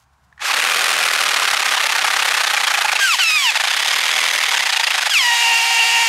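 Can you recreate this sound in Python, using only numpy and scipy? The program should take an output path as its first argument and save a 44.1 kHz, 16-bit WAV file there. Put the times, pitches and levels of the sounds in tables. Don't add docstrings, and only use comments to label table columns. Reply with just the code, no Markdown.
import sys
import numpy as np
from scipy import signal
from scipy.fft import rfft, irfft, next_fast_len
from scipy.io import wavfile
from scipy.ndimage import uniform_filter1d, minimum_filter1d

SR = 44100
rng = np.random.default_rng(int(sys.argv[2]) if len(sys.argv) > 2 else 0)


def wav_record(signal):
    frames = np.transpose(np.atleast_2d(signal))
    bounded = np.clip(frames, -1, 1)
    quanta = np.round(bounded * 32767).astype(np.int16)
    wavfile.write(sys.argv[1], SR, quanta)


N = 268436
TIME = np.arange(N) / SR
MOTOR_ON_S = 0.42

# time in seconds, strokes per second.
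PACE_FIRST = [(0.42, 29.909), (0.563, 35.831), (0.646, 41.428), (1.065, 40.815), (1.366, 36.644),
              (1.467, 34.457), (2.044, 32.887), (2.258, 34.563), (2.353, 31.606), (2.81, 27.714),
              (3.0, 28.151)]
PACE_SECOND = [(3.52, 16.657), (3.677, 31.283), (3.995, 39.901), (4.297, 40.833), (4.567, 35.657),
               (4.72, 27.954), (4.873, 27.951), (5.1, 24.124)]
def sawing(pace, clatter, blade_modes, lead_turns, return_turns,
           chirp_db, ring_db, clatter_db, log_db, rasp_db):
    rate, = curves(pace)
    start_s, end_s = pace[0][0], pace[-1][0]
    turns = np.cumsum(rate * (TIME > start_s)) / SR + lead_turns
    load = np.clip((41 - rate) / (41 - 28), 0, 1)
    swing = (turns + .014 * wander(48.6) + .5) % 1 - .5
    pull, force, snap = strokes(rate, turns, swing, load, return_turns)
    tooth_turns, chirps = tooth_chirps(swing, load)
    skip_share = np.clip(amp(chirp_db) * load ** 0.72 * pull, 0, .85)
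    gears = gear_clatter(force + .35 * snap, load, skip_share, tooth_turns, clatter, blade_modes, ring_db)
    gears += skip_share * force * chirps
    sound = amp(clatter_db) * gears + log_body(force, load, log_db) + rasp(force, snap, load, rasp_db)
    spin_up = np.clip((TIME - MOTOR_ON_S) / 0.12, 0, 1)
    return during(start_s - .003, end_s - .006, fade_s=0.036) * amp(-8.5 * (1 - spin_up ** 3)) * sound


# time in seconds, change of pull length as a fraction.
BUCKING = [(1.27, 0.21), (1.42, 0.61), (1.5, 0.36), (1.66, 0.044)]
def strokes(rate, turns, swing, load, return_turns, snap_s=0.0025):
    buck, = curves(BUCKING)
    centre = .085 - 0.11 * np.sqrt(load)
    half_width = (0.13 + 0.11 * np.sqrt(load)) * (1 - buck * np.cos(np.pi * turns))
    since_bite = swing - centre + half_width
    until_release = centre + half_width - swing
    pull = (1 + np.tanh(since_bite / .026)) * (1 + np.tanh(until_release / .045)) / 4
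    return_knock = bump(swing, -return_turns - 0.068 * load, .09 - 0.067 * load)
    return_knock *= (.7 - 0.55 * load) * amp(1.5 * wander(26))
    force = (.36 - 0.085 * load + pull + return_knock) * amp(2.34 * wander(194))
    gears_catch_s = SLIPS[0][1]
    force **= np.clip((TIME - gears_catch_s) / 0.019 + 1, .2, 1)
    force /= np.sqrt(uniform_filter1d(force ** 2, 5000))
    snap = np.exp(-(since_bite % 1) / rate / snap_s) * amp(2 * wander(18))
    return pull, force, snap


def tooth_chirps(swing, load):
    peak_hz = 890 + 380 * np.clip(1 - 1.9 * load, 0, 1)
    tooth_hz = peak_hz * np.exp(-3.4 * (swing + .04) ** 2 + .06 * wander(21.95))
    tooth_turns = np.cumsum(tooth_hz) / SR + 0.0095 * wander(525)
    tone = sum(np.cos(2 * np.pi * (k * tooth_turns + rng.random())) * amp(db + 5.9 * wander(54))
               for k, db in enumerate([4.5, 4.5, 5.5, 0.0, -3.5, -23.5], 1))
    return tooth_turns, unit(tone)


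# frequency in Hz, relative level in dB.
GEARS_FIRST = [(290, -34), (500, -21), (821, -7.5), (972, -8.5), (1220, -2), (1640, -2.5), (2030, -2.5),
               (2350, -4), (2780, -5), (4100, -8), (4740, -10.5), (6980, -14.5), (9000, -21.5),
               (11700, -41), (19800, -120)]
GEARS_SECOND = [(290, -55), (500, -16.5), (821, -5), (961, -3.5), (1450, -1.5), (1940, 2.5), (2440, -0.5),
                (3420, 1), (4360, -5), (5040, -3.5), (5680, -9.5), (6340, -7.5), (9000, -16.5),
                (11700, -32), (19800, -120)]
# centre in Hz, width in Hz, gain in dB.
HOUSING_MODES = [(776, 23, -2), (11350, 150, 0)]
BLADE_MODES_FIRST = [(2470, 240, 0), (9300, 990, 0)]
BLADE_MODES_SECOND = [(2180, 300, 7), (6100, 300, 1.8)]
def gear_clatter(force, load, skip_share, tooth_turns, spectrum, blade_modes, ring_db):
    tooth_beat = unit(1 + 0.46 * skip_share * np.cos(2 * np.pi * tooth_turns))
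    blows = impacts(6500, 2.16) * force * np.sqrt(1 - skip_share ** 2) * tooth_beat
    blade_share = np.clip(amp(ring_db) * (1 - load) ** 2, 0, 1)
    housing = colour(blows * (1 - blade_share), spectrum, HOUSING_MODES)
    return housing + colour(blows * blade_share, spectrum, blade_modes)


# frequency in Hz, relative level in dB.
LOG_SPECTRUM = [(40, -29), (100, -21.5), (200, -9), (330, -4), (480, 3.5), (620, 7.5), (900, -8)]
def log_body(force, load, level_db, full_load_db=-8.5):
    blows = impacts(2500, 3.1) * force ** 0.53
    return amp(level_db + full_load_db * load ** 1.43) * colour(blows, LOG_SPECTRUM)


# frequency in Hz, relative level in dB.
RASP_SPECTRUM = [(5000, -59), (7500, -8), (9200, 2.5), (10600, -2.5), (11400, -4), (12500, -5.5),
                 (15500, -14.5)]
def rasp(force, snap, load, level_db, full_load_db=-2.5):
    chips = impacts(14000, 4.5) * (force ** 0.73 + 1.14 * snap)
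    return amp(level_db + full_load_db * load) * colour(chips, RASP_SPECTRUM, HOUSING_MODES)


# start and end in seconds,
# catch and held rate in Hz, sag time in seconds, end rate in Hz, collapse time in seconds,
# then gains in dB of the rattle and of partials 1, 2, 3 and above.
SLIPS = [(0.443, 0.515, 850, 1475, 0.019, 830, 0.024, -25, -2, -13, -20, -6),
         (2.997, 3.163, 1660, 1440, .09, 759.4, .04, -20, 2, -5, 0, 2),
         (3.186, 3.512, 1600, 1375, 0.044, 780, .115, -21.5, -3, -1.5, 1.5, -1),
         (5.096, 6.114, 1730, 962.8, .073, 944, .02, -21, -5.5, 3, 0.5, -1)]
def jams(limp_at_s=5.16, limp_rise_s=.19, limp_droop=.037, thud_db=-64):
    gates = np.array([during(*row[:2]) for row in SLIPS])
    tooth_hz = np.choose(gates.argmax(0), [skipping_rate(*row[:7]) for row in SLIPS])
    rattle_gain, *partial_gains = amp([row[7:] for row in SLIPS]).T @ gates
    limp = 1 - np.exp(-(np.maximum(TIME - limp_at_s, 0) / limp_rise_s) ** 1.396)
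    runout = (.014 - .007 * limp) * np.sin(2 * np.pi * 13.5 * TIME)
    wobble = runout + .004 * wander(49) + .004 * wander(8)
    jitter_turns = (0.027 + 0.01 * limp) * wander(210)
    tooth_turns = np.cumsum(tooth_hz * (1 + wobble - limp_droop * limp)) / SR + jitter_turns
    whine = jam_whine(tooth_hz, tooth_turns, limp, partial_gains)
    rattle = jam_rattle(tooth_turns, limp)
    thud = amp(thud_db) * gates.sum(0) * colour(impacts(2800, 1.3), LOG_SPECTRUM)
    in_step = sum(during(start + .008, end - .008, fade_s=.016) for start, end, *_ in SLIPS)
    return in_step * whine + rattle_gain * rattle + thud


def skipping_rate(start_s, end_s, catch_hz, held_hz, sag_s, end_hz, collapse_s):
    age_s = np.clip(TIME - start_s, 0, end_s - start_s)
    left_s = np.maximum(end_s - TIME, 0)
    hz = held_hz + (catch_hz - held_hz) * np.exp(-(age_s / sag_s) ** 1.8)
    return hz * (1 - (1 - end_hz / held_hz) * np.exp(-left_s / collapse_s))


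# frequency in Hz, gain in dB.
BODY_RADIATION = [(800, -19.5), (960, -21.5), (1100, -23), (1270, -29.5), (1420, -22), (1570, -21),
                  (1720, -21), (1870, -17.5), (2060, -28), (2450, -15.5), (2780, -19), (3020, -21.5),
                  (3300, -20), (3650, -26.5), (4100, -32.5), (4650, -28.5), (5150, -25.5), (5750, -37.5),
                  (6400, -31), (7000, -30), (8200, -34.5), (9600, -34), (12000, -46)]
# gain change in dB of partials 1, 2, 3 and above; level in dB of orders 0.5 to 3.5.
LIMP_GAINS_DB = [1, -8.5, 0, -2.5]
HALF_ORDERS_DB = [-47, -35.5, -25, -29]
def jam_whine(tooth_hz, tooth_turns, limp, partial_gains):
    def partial(order):
        return np.sqrt(2) * np.cos(2 * np.pi * (order * tooth_turns + rng.random())) * amp(1.65 * wander(69))

    def radiated(order):
        group = min(int(order), len(partial_gains)) - 1
        hz = order * tooth_hz
        db = db_at(BODY_RADIATION, hz) + LIMP_GAINS_DB[group] * limp + 1.9 * wander(10.5)
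        return partial_gains[group] * amp(db) * partial(order) / (1 + (hz / 9000) ** 6)

    harmonics = sum(radiated(k) for k in range(1, 10))
    high_halves = sum(radiated(k + .5) for k in range(4, 10))
    low_halves = sum(amp(db) * partial(k + .5) for k, db in enumerate(HALF_ORDERS_DB))
    return harmonics + limp * (high_halves + low_halves)


# frequency in Hz, relative level in dB.
RATTLE_SPECTRUM = [(100, -60), (300, -35), (550, -13), (750, -3.5), (1100, -2), (1500, 2), (2000, 8),
                   (2700, 9), (3700, 3.5), (5200, 3), (7000, -0.5), (9000, -5.5), (12000, -9), (15500, -19)]
# centre in Hz, width in Hz, gain in dB.
JAMMED_MODES = [(770, 26, 16.5), (2657, 209, -6.5), (4630, 140, -14), (5328, 138, -9), (6984, 180, -5),
                (8880, 260, 1)]
def jam_rattle(tooth_turns, limp):
    beat = (1 + 0.12 * np.cos(2 * np.pi * tooth_turns)) * (1 + 0.75 * limp * np.cos(np.pi * tooth_turns))
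    blows = impacts(12000, 1.2) * beat * amp(1.9 * wander(100))
    housing = colour(blows * np.sqrt(1 - limp), RATTLE_SPECTRUM, HOUSING_MODES)
    blade = colour(impacts(12000, 2.0) * beat * np.sqrt(limp), RATTLE_SPECTRUM, JAMMED_MODES)
    return housing + blade


def freewheel(level_db=-23):
    return amp(level_db) * during(SLIPS[1][1], SLIPS[2][0]) * colour(impacts(5250, 2.4), RATTLE_SPECTRUM)


# start in seconds, level in dB, decay in seconds.
METAL_KNOCKS = [(0.326, -44, .003), (0.378, -40, 0.0066), (0.394, -32, 0.0091), (0.42, -23, 0.016),
                (2.99, -7, 0.0061), (3.187, -8, 0.0084), (3.517, -17, 0.0024), (5.095, -14.5, 0.0042)]
# centre in Hz, width in Hz, gain in dB.
TRIGGER_MODES = [(1770, 220, 19)]
def knocks():
    force = sum(amp(db) * (TIME >= start_s) * np.exp(-abs(TIME - start_s) / decay_s)
                for start_s, db, decay_s in METAL_KNOCKS)
    blows = force * impacts(9000, 3.7)
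    running = TIME > MOTOR_ON_S
    housing = colour(blows * running, GEARS_FIRST, HOUSING_MODES)
    return housing + colour(blows * ~running, GEARS_FIRST, TRIGGER_MODES)


# centre in seconds, level in dB, half-width in seconds.
LEAF_STIRS = [(0.016, -60, 0.025), (0.135, -65, .007), (0.244, -66, 0.012)]
def leaves():
    stir = sum(amp(db) * np.exp(-((TIME - at_s) / width_s) ** 2) for at_s, db, width_s in LEAF_STIRS)
    return colour(stir * impacts(2500, 3.7), [(1200, -2), (2500, 0), (6000, -2), (14000, -12)])


def forest_scatter(x, wet_db=-25, t60_s=0.2):
    t = np.arange(SR // 3) / SR
    noise = rng.standard_normal(len(t)) + 0.1 * rng.standard_normal((2, len(t)))
    tail = noise * amp(-60 * t / t60_s) * (t > .002)
    return amp(wet_db) * signal.fftconvolve(x[None], tail / np.linalg.norm(tail[0]), axes=1)[:, :N]


def low_rumble(level_db=-74):
    rumble = colour(rng.standard_normal(N), [(20, 1), (70, -2), (160, -4), (300, 0)])
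    return amp(level_db) * during(MOTOR_ON_S, SLIPS[-1][1]) * rumble


# frequency in Hz, relative level in dB.
AIR_SPECTRUM = [(18, -31), (30, -12), (132, -8.5), (205, -19), (281, -25), (328, -30), (552, -29),
                (754, -17.5), (1060, -14), (1240, -20), (1520, -19), (1830, -27), (3150, -34),
                (6530, -36.5), (15000, -48)]
# time in seconds, gain in dB.
BACKGROUND_FADE = [(0, -63.5), (.42, -60), (.52, -82)]
def background(hum_hz=68):
    gain_db, = curves(BACKGROUND_FADE)
    hum = np.sqrt(2) * np.sin(2 * np.pi * hum_hz * TIME + .2 * wander(8)) * (TIME > .035)
    air = colour(rng.standard_normal(N), AIR_SPECTRUM)
    return amp(gain_db) * (amp(3) * air + amp(2) * hum)


# frequency in Hz, left minus right in dB.
BALANCE = [(300, 0), (900, -.6), (2200, -.9), (4000, -.6), (5500, -.7), (7000, 0), (15000, 0)]
def placed(x, sway=0.93, flutter=0.014):
    side_db = db_at(BALANCE, np.fft.rfftfreq(N, 1 / SR))
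    side = irfft(rfft(x) * (amp(side_db / 2) - 1), N) * (1 + sway * wander(9.3))
    side += flutter * x * wander(40)
    return np.array([x + side, x - side])


def amp(db):
    return 10 ** (np.asarray(db) / 20)


def unit(x):
    return x / np.sqrt(np.mean(x ** 2) + 1e-20)


def curves(rows):
    times_s, *columns = np.transpose(rows)
    return [np.interp(TIME, times_s, column) for column in columns]


def db_at(spectrum, hz):
    points_hz, db = np.transpose(spectrum)
    return np.interp(np.log(hz + 1), np.log(points_hz), db)


def during(start_s, end_s, fade_s=.005):
    return np.clip(np.minimum(TIME - start_s, end_s - TIME) / fade_s + .5, 0, 1)


def bump(turns, centre, half_width):
    return np.exp(-(((turns - centre + .5) % 1 - .5) / half_width) ** 2)


def wander(cutoff_hz):
    grid_s = np.arange(0, 8, 1 / 4096)
    hz = np.fft.rfftfreq(len(grid_s), grid_s[1])
    drift = irfft(rfft(rng.standard_normal(len(grid_s))) * np.exp(-(hz / cutoff_hz) ** 2))
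    return np.interp(TIME, grid_s, unit(drift))


def impacts(per_s, spread_db):
    size = amp(spread_db * np.minimum(rng.exponential(1, N), 3)) * rng.choice([-1, 1], N)
    return unit(size * (rng.random(N) < per_s / SR))


def colour(x, spectrum, modes=()):
    size = next_fast_len(N + 8192)
    hz = np.fft.rfftfreq(size, 1 / SR) + 1
    points_hz, db = np.transpose(spectrum)
    octaves_out = np.maximum(np.log2(points_hz[0] / hz), 0) + np.maximum(np.log2(hz / points_hz[-1]), 0)
    gain = amp(np.interp(np.log(hz), np.log(points_hz), db) - 32 * octaves_out)
    gain = gain * (1 + sum(amp(d) / (1 + 2j * (hz - centre) / width) for centre, width, d in modes))
    return irfft(rfft(x, size) * unit(abs(gain)) * np.exp(1j * np.angle(gain)), size)[:N]


def scene():
    saw = sawing(PACE_FIRST, GEARS_FIRST, BLADE_MODES_FIRST, lead_turns=0.01176, return_turns=.3,
                 chirp_db=-4.5, ring_db=-5.0, clatter_db=-14.0, log_db=-33.0, rasp_db=-29.5)
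    saw += sawing(PACE_SECOND, GEARS_SECOND, BLADE_MODES_SECOND, lead_turns=.138, return_turns=0.31,
                  chirp_db=-4.0, ring_db=-7.5, clatter_db=-14.0, log_db=-37.5, rasp_db=-31.5)
    close = saw + jams() + freewheel() + knocks() + leaves()
    return placed(close) + forest_scatter(close) + background() + low_rumble()


def record(dry, ceiling=0.59, low_cut_hz=69, high_cut_hz=15800):
    gain = np.minimum(1, ceiling / (abs(dry).max(0) + 1e-9))
    held_gain = minimum_filter1d(gain, size=161)
    smooth_gain = uniform_filter1d(uniform_filter1d(held_gain, size=81), size=81)
    low_cut = signal.butter(2, low_cut_hz, "high", fs=SR, output="sos")
    high_cut = signal.firwin(511, high_cut_hz, window=("kaiser", 9), fs=SR)
    return signal.oaconvolve(signal.sosfilt(low_cut, dry * smooth_gain), high_cut[None], "same")


dry = scene()
out = record(dry)
wav_record(out)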